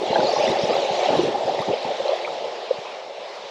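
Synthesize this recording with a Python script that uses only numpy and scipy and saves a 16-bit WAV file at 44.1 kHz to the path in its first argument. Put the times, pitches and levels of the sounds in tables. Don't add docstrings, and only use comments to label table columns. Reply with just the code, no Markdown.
import sys
import numpy as np
from scipy import signal
from scipy.fft import rfft, irfft, next_fast_len
from scipy.io import wavfile
from scipy.ndimage import uniform_filter1d, map_coordinates

SR = 44100
rng = np.random.default_rng(int(sys.argv[2]) if len(sys.argv) > 2 else 0)


def volts(x):
    e = np.asarray(x, float) / 20
    return 10 ** e


def unload_audio(sound):
    columns = np.transpose(np.atleast_2d(sound))
    steps = np.round(np.clip(columns, -1, 1) * 32767)
    wavfile.write(sys.argv[1], SR, steps.astype(np.int16))


N = 154350


def unit(x):
    return x / np.sqrt(np.mean(x ** 2) + 1e-20)


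def along(points, hz):
    f, v = np.transpose(points)
    return np.interp(np.log(hz + 1), np.log(f + 1), v)


def curve(rows, column=1):
    return np.interp(np.arange(N) / SR, np.array(rows)[:, 0], np.array(rows)[:, column])


def wobble(rate):
    return map_coordinates(rng.standard_normal(2000), [np.arange(N) * rate / SR])


def filtered(x, gain):
    m = next_fast_len(N + 8192)
    return irfft(rfft(x, m) * gain(np.fft.rfftfreq(m, 1 / SR)), m)[:N]


def highpass(corner_hz, order):
    return lambda hz: 1 / (1 + (corner_hz / (hz + 1)) ** order)


def rush(spectrum, patchy_db, wide, long):
    z = signal.stft(rng.standard_normal(N), nperseg=512)[2]
    field = uniform_filter1d(rng.standard_normal(z.shape), wide, axis=0)
    field = uniform_filter1d(field, long, axis=1)
    x = signal.istft(z * volts(patchy_db * unit(field)), nperseg=512)[1][:N]
    return unit(filtered(x, lambda hz: volts(along(spectrum, hz))))


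def lay(s, rows):
    at = np.round(s * SR).astype(int)[:, None] + np.arange(rows.shape[1])
    return np.bincount(np.clip(at, 0, N).ravel(), rows.ravel(), N + 1)[:N]


def wavelets(table, cycles, delay_s, onset=1):
    s, db, hz = np.transpose(table)
    half = 1500
    turns = np.arange(-half, half) / SR * hz[:, None]
    spread = cycles * np.where(turns < 0, onset, 1)
    shape = np.cos(2 * np.pi * turns + 0.78) / np.cosh(2 * turns / spread)
    return lay(s + delay_s - half / SR, volts(db)[:, None] * shape)


def bubbles(s, db, hz, cycles, size):
    turns = np.arange(size) / SR * hz[:, None]
    life = turns / cycles
    rise = 1 + 0.025 * np.minimum(life, 2) / 2
    fade = np.exp(-2.3 * life) * (1 - np.exp(-life / 0.23))
    return lay(s, volts(db)[:, None] * np.sin(2 * np.pi * turns * rise) * fade)


# t/s, length/s, flutter level/dB, leak level/dB
GUST_TIMES = [(0.107, 0.047, 2.5, 7), (0.162, 0.13, 4.5, 8.5), (0.374, 0.14, 1.5, 3),
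              (0.468, 0.07, 1.5, 12.5), (0.616, 0.055, 1.5, 10), (0.692, 0.033, 4.5, 13),
              (0.739, 0.067, 4, 3.5), (0.98, 0.082, 5, -3), (1.093, 0.084, 7, 15), (1.18, 0.13, 1, 15.5),
              (1.34, 0.028, -1, 9), (1.47, 0.077, 4, 9), (1.588, 0.043, 5.5, 11), (1.68, 0.047, 5, 17),
              (1.844, 0.12, 4.5, 6), (2.003, 0.0086, 3, 13), (2.05, 0.033, 11, -17),
              (2.093, 0.064, 6.5, -8), (2.196, 0.1, 4, -2.5), (2.324, 0.04, 4.5, 5),
              (2.43, 0.065, 5.5, 6.5)]


def gusts(column):
    t, total = np.arange(N) / SR, 0
    edge = lambda u: .5 + .5 * np.tanh(u)
    rise_s, fall_s = 0.0098, 0.018
    for row in np.array(GUST_TIMES):
        start, end = row[0], row[0] + row[1]
        total = total + row[column] * edge((t - start) / rise_s) * edge((end - t) / fall_s)
    return total


# t/s, flutter level/dB, level leaking under the filter/dB
WIND_LEVEL = [
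    (0.0, -21.5, -42.5),
    (.09, -19.5, -44),
    (1.21, -22, -45),
    (3.5, -33, -63),
]
# f/Hz, level/dB per Hz
PORT_COLOUR = [(320, -30), (350, -8), (500, -3), (555, 1), (700, -3.5), (860, -4.5), (960, -14.5),
               (1600, -53.5)]


def flutter():
    lumpy = np.clip((curve(WIND_LEVEL) + 36) / 12, 0, 1)
    swing_db = lumpy * (0.2 * wobble(11.6) + 1.8 * wobble(60))
    tumble = unit(volts(swing_db) * rush(PORT_COLOUR, patchy_db=0.37, wide=2, long=5))
    return volts(curve(WIND_LEVEL) - 6.5 + gusts(2)) * filtered(tumble, highpass(230, 4))


# f/Hz, level/dB per Hz
RUMBLE_COLOUR = [(20, -53), (60, -26.5), (130, -10.5), (220, -3.5), (315, -2.5), (345, 4), (470, 1),
                 (750, -55)]


def rumble():
    swing_db = 1.0 * wobble(19) + 2.4 * wobble(50)
    leak = unit(volts(swing_db) * rush(RUMBLE_COLOUR, patchy_db=0.85, wide=2, long=4))
    return volts(curve(WIND_LEVEL, 2) + 4.0 + gusts(3)) * leak


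# f/Hz, level/dB per Hz
SURF_COLOUR = [(200, -51), (600, -0.5), (1000, 3), (1450, -6.5), (2200, -4), (3800, -4), (5500, -12.5),
               (8300, -27.5)]


def surf():
    return volts(1.1 * wobble(5.12)) * rush(SURF_COLOUR, patchy_db=1.53, wide=6, long=12)


def fizz():
    per_s, life_s = 1900, 0.01
    draw = rng.random((7000, 3))
    s = np.cumsum(-np.log(draw[:, 0])) / per_s
    hz = 1700 * (12000 / 1700) ** draw[:, 1]
    clumps = map_coordinates(rng.standard_normal((12, 400)), [11 * draw[:, 1], 11 * s], order=1)
    db = np.minimum(-3.2 * np.log(draw[:, 2]), 8) + 4.8 * clumps
    raw = bubbles(s, db, hz, life_s * hz[:, None], size=700)

    def colour(f):
        tilt_db = 3.6 * np.log2(f / 3000 + .01)
        peak_db = np.exp(-(np.log(f / 3670 + 0.009) / 0.083) ** 2)
        return volts(along(SURF_COLOUR, f) + tilt_db + peak_db)
    return unit(filtered(raw, colour))


# t/s, level/dB
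CHURN_LEVEL = [(0, -36), (.14, -33.5), (.25, -33), (.36, -32), (.47, -30), (.56, -32), (.66, -34),
               (.77, -31.5), (.86, -34), (1.04, -32), (1.12, -33), (1.2, -32.5), (1.4, -37), (1.65, -36),
               (2.2, -37), (2.6, -39.5), (3.1, -43.5), (3.5, -42)]


def churn():
    level_db = curve(CHURN_LEVEL)
    share = volts(0.5 + level_db - level_db.max())
    water = volts(level_db) * (surf() + share * fizz()) / np.sqrt(1 + share ** 2)
    spray = filtered(water, highpass(7360, 8))
    swing_db = 2.5 * np.sqrt(share / share.max()) * wobble(39.9)
    return water + spray * (volts(swing_db) - 1)


# t/s, peak level/dB, f/Hz
STRAY_EDDIES = [
    (.018, -18.5, 420),
    (.036, -17, 384),
    (.06, -19, 770),
    (1.408, -20, 640),
    (2.204, -20.5, 510),
]
# t/s, peak level/dB, f/Hz
DEEP_EDDIES = [(0.1132, -15.5, 460), (0.1911, -15, 416), (0.213, -8, 520), (0.3392, -13, 520),
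               (0.3652, -17, 540), (0.5193, -16.5, 413), (0.6555, -13, 545), (0.6715, -18, 510),
               (0.7054, -10.5, 484), (0.7558, -12.5, 534), (0.8311, -12, 538), (1.1085, -14, 470),
               (1.1604, -23, 364), (1.1968, -12, 360), (1.2083, -18.5, 362), (1.2372, -11, 400),
               (1.2866, -12.5, 506), (1.4876, -16.6, 527), (1.7056, -13.8, 495), (1.7371, -13.7, 480),
               (2.0054, -12, 553), (2.7128, -5.5, 523)]
# t/s, peak level/dB, f/Hz
PORT_EDDIES = [(0.1322, -13.5, 880), (0.1322, -13, 581), (0.1596, -12, 670), (0.1601, -7.5, 850),
               (0.1846, -10.5, 840), (0.1906, -13, 592), (0.1976, -14, 870), (0.232, -13, 580),
               (0.2325, -13.5, 840), (0.2489, -13.0, 550), (0.2724, -10.7, 587), (0.2953, -10.5, 690),
               (0.3193, -16.6, 790), (0.3667, -11, 855), (0.4081, -10, 590), (0.4136, -11.5, 825),
               (0.4295, -16.5, 795), (0.4385, -9.5, 600), (0.4684, -17, 726), (0.4814, -15, 592),
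               (0.5602, -10, 765), (0.5946, -17.5, 703), (0.6316, -17.5, 585), (0.644, -16, 570),
               (0.7024, -14.5, 680), (0.7558, -15, 766), (0.7658, -15, 740), (0.861, -13.5, 540),
               (0.8985, -15, 799), (0.9359, -18, 586), (0.9942, -8.5, 612), (1.0322, -9.5, 581),
               (1.0376, -16.5, 824), (1.0621, -10, 753), (1.092, -10, 610), (1.107, -11, 818),
               (1.1344, -15, 560), (1.1419, -10, 820), (1.1539, -18, 829), (1.1539, -12, 580),
               (1.2551, -13.1, 570), (1.3474, -16.5, 818), (1.3584, -11.5, 796), (1.4986, -12, 757),
               (1.5225, -16, 582), (1.6897, -17.6, 866), (1.8483, -17.5, 861), (1.8922, -19.6, 750),
               (1.9087, -18.5, 610), (2.0583, -13, 554), (2.0952, -9, 558), (2.1207, -13, 536),
               (2.1257, -19.5, 655), (2.1366, -13, 654), (2.3866, -19.0, 592), (2.4589, -20, 540)]


def eddies():
    rings = 0
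    for table, life_s in ((STRAY_EDDIES, 0.0069), (DEEP_EDDIES, 0.0059), (PORT_EDDIES, 0.0069)):
        cycles = life_s * np.array(table)[:, -1:]
        rings = rings + wavelets(table, cycles, delay_s=-0.00096, onset=0.53)
    return volts(-3.78) * filtered(rings, lambda hz: 1 / (1 + (hz / 987) ** 12))


# f/Hz, level/dB
MIC_TOP = [(7500, 2), (8800, -8.5), (10000, -7.5), (11500, -16.5), (13000, -27), (14500, -42.5),
           (16000, -67.5)]
# t/s, peak level/dB, f/Hz
SPRAY_TICKS = [(.089, -59, 11800), (.485, -57, 10200), (.49, -53, 12400), (.608, -50, 10200),
               (.7475, -42, 12500), (.748, -50, 13500), (.925, -42, 9800), (.93, -62, 12500),
               (1.545, -47, 9450), (1.617, -34.5, 10800), (1.618, -48, 12800), (1.877, -49.5, 8800),
               (1.886, -58, 14500), (1.863, -66, 13900), (2.1, -54, 11800)]


def ticks():
    at, db, pitch = np.transpose(SPRAY_TICKS)
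    return bubbles(at, db - along(MIC_TOP, pitch), pitch, 20, size=300)


# t/s, peak level/dB, f/Hz
WIND_THUMPS = [(0.093, -18, 200), (0.181, -19, 200), (0.223, -27, 190), (0.363, -31, 150),
               (0.486, -21, 125), (0.624, -17, 170), (0.772, -35, 150), (0.898, -29, 150),
               (1.094, -36, 150), (1.159, -21, 150), (1.182, -24.5, 230), (1.241, -42, 150),
               (1.363, -37, 150), (1.443, -28, 150), (1.586, -24, 150), (1.679, -29, 200),
               (1.839, -29, 190), (2.309, -47, 150), (2.775, -33, 150)]


def thumps():
    return filtered(wavelets(WIND_THUMPS, 0.52, delay_s=0.01488), highpass(95, 2.9))


# t/s, peak level/dB, f/Hz
STRIDE_BUBBLES = [(0.1204, -19, 4037), (0.1474, -14.5, 3180), (0.2021, -15, 1460), (0.2797, -22, 4745),
                  (0.28, -17, 1194), (0.3163, -32, 3130), (0.3555, -21, 4020), (0.3599, -23.1, 2017),
                  (0.3901, -18, 1133), (0.3965, -21, 2230), (0.408, -22.5, 3900), (0.42, -28, 3078),
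                  (0.4647, -18, 3470), (0.4705, -29, 4950), (0.4868, -16, 3540), (0.5041, -22, 4660),
                  (0.514, -16, 3825), (0.5262, -28, 4928), (0.7287, -18, 2670), (0.7291, -21, 2380),
                  (0.733, -18, 1270), (0.7527, -19, 2150), (0.779, -20.9, 2926), (0.7963, -20, 3300),
                  (0.8465, -21, 2212), (0.9638, -21.9, 2178), (1.0257, -19, 2220), (1.0401, -24.2, 3020),
                  (1.0566, -18, 3221), (1.169, -16, 3860), (1.2282, -25, 3970)]


def splash():
    at, db, pitch = np.transpose(STRIDE_BUBBLES)
    life_s = 0.0091
    return bubbles(at, db - 3.5, pitch, life_s * pitch[:, None], size=700)


# t/s, peak level/dB, f/Hz
DRIPS = [(0.157, -12, 1570), (0.361, -16.5, 1050), (0.454, -12.5, 2800), (.478, -17, 1960),
         (0.589, -17.5, 3600), (0.865, -20, 3680), (1.055, -15, 4000), (1.59, -20, 1980),
         (1.617, -20.5, 4430), (1.622, -17.5, 1130), (2.081, -15.5, 4040), (2.248, -14, 2270),
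         (2.275, -19.5, 1235), (2.642, -31, 1270), (2.644, -32, 3940)]


def drops():
    at, db, pitch = np.transpose(DRIPS)
    twin_s, twin_db, twin_up = 0.0076, -7, 1.032
    s, level_db = np.r_[at, at + twin_s], np.r_[db, db + twin_db]
    return bubbles(s, level_db, np.r_[pitch, pitch * twin_up], 10.4, size=1500)


def scene():
    wind = flutter() + rumble() + eddies() + thumps()
    water = churn() + ticks() + splash() + drops()
    return (wind + water)[None]


def band_limit(x):
    return signal.sosfilt(signal.butter(12, 14770, fs=SR, output="sos"), x)


def record(dry):
    ceiling, notch_hz, notch_width_hz = 0.49, 9030, 160
    soft = dry[0] / (1 + np.abs(dry[0] / ceiling) ** 4) ** .25
    notch = lambda hz: 1 - 1 / (1 + ((hz - notch_hz) / notch_width_hz) ** 4)
    heard = filtered(soft, lambda hz: volts(along(MIC_TOP, hz)) * notch(hz))[None]
    return band_limit(heard)


dry = scene()
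out = record(dry)
unload_audio(out)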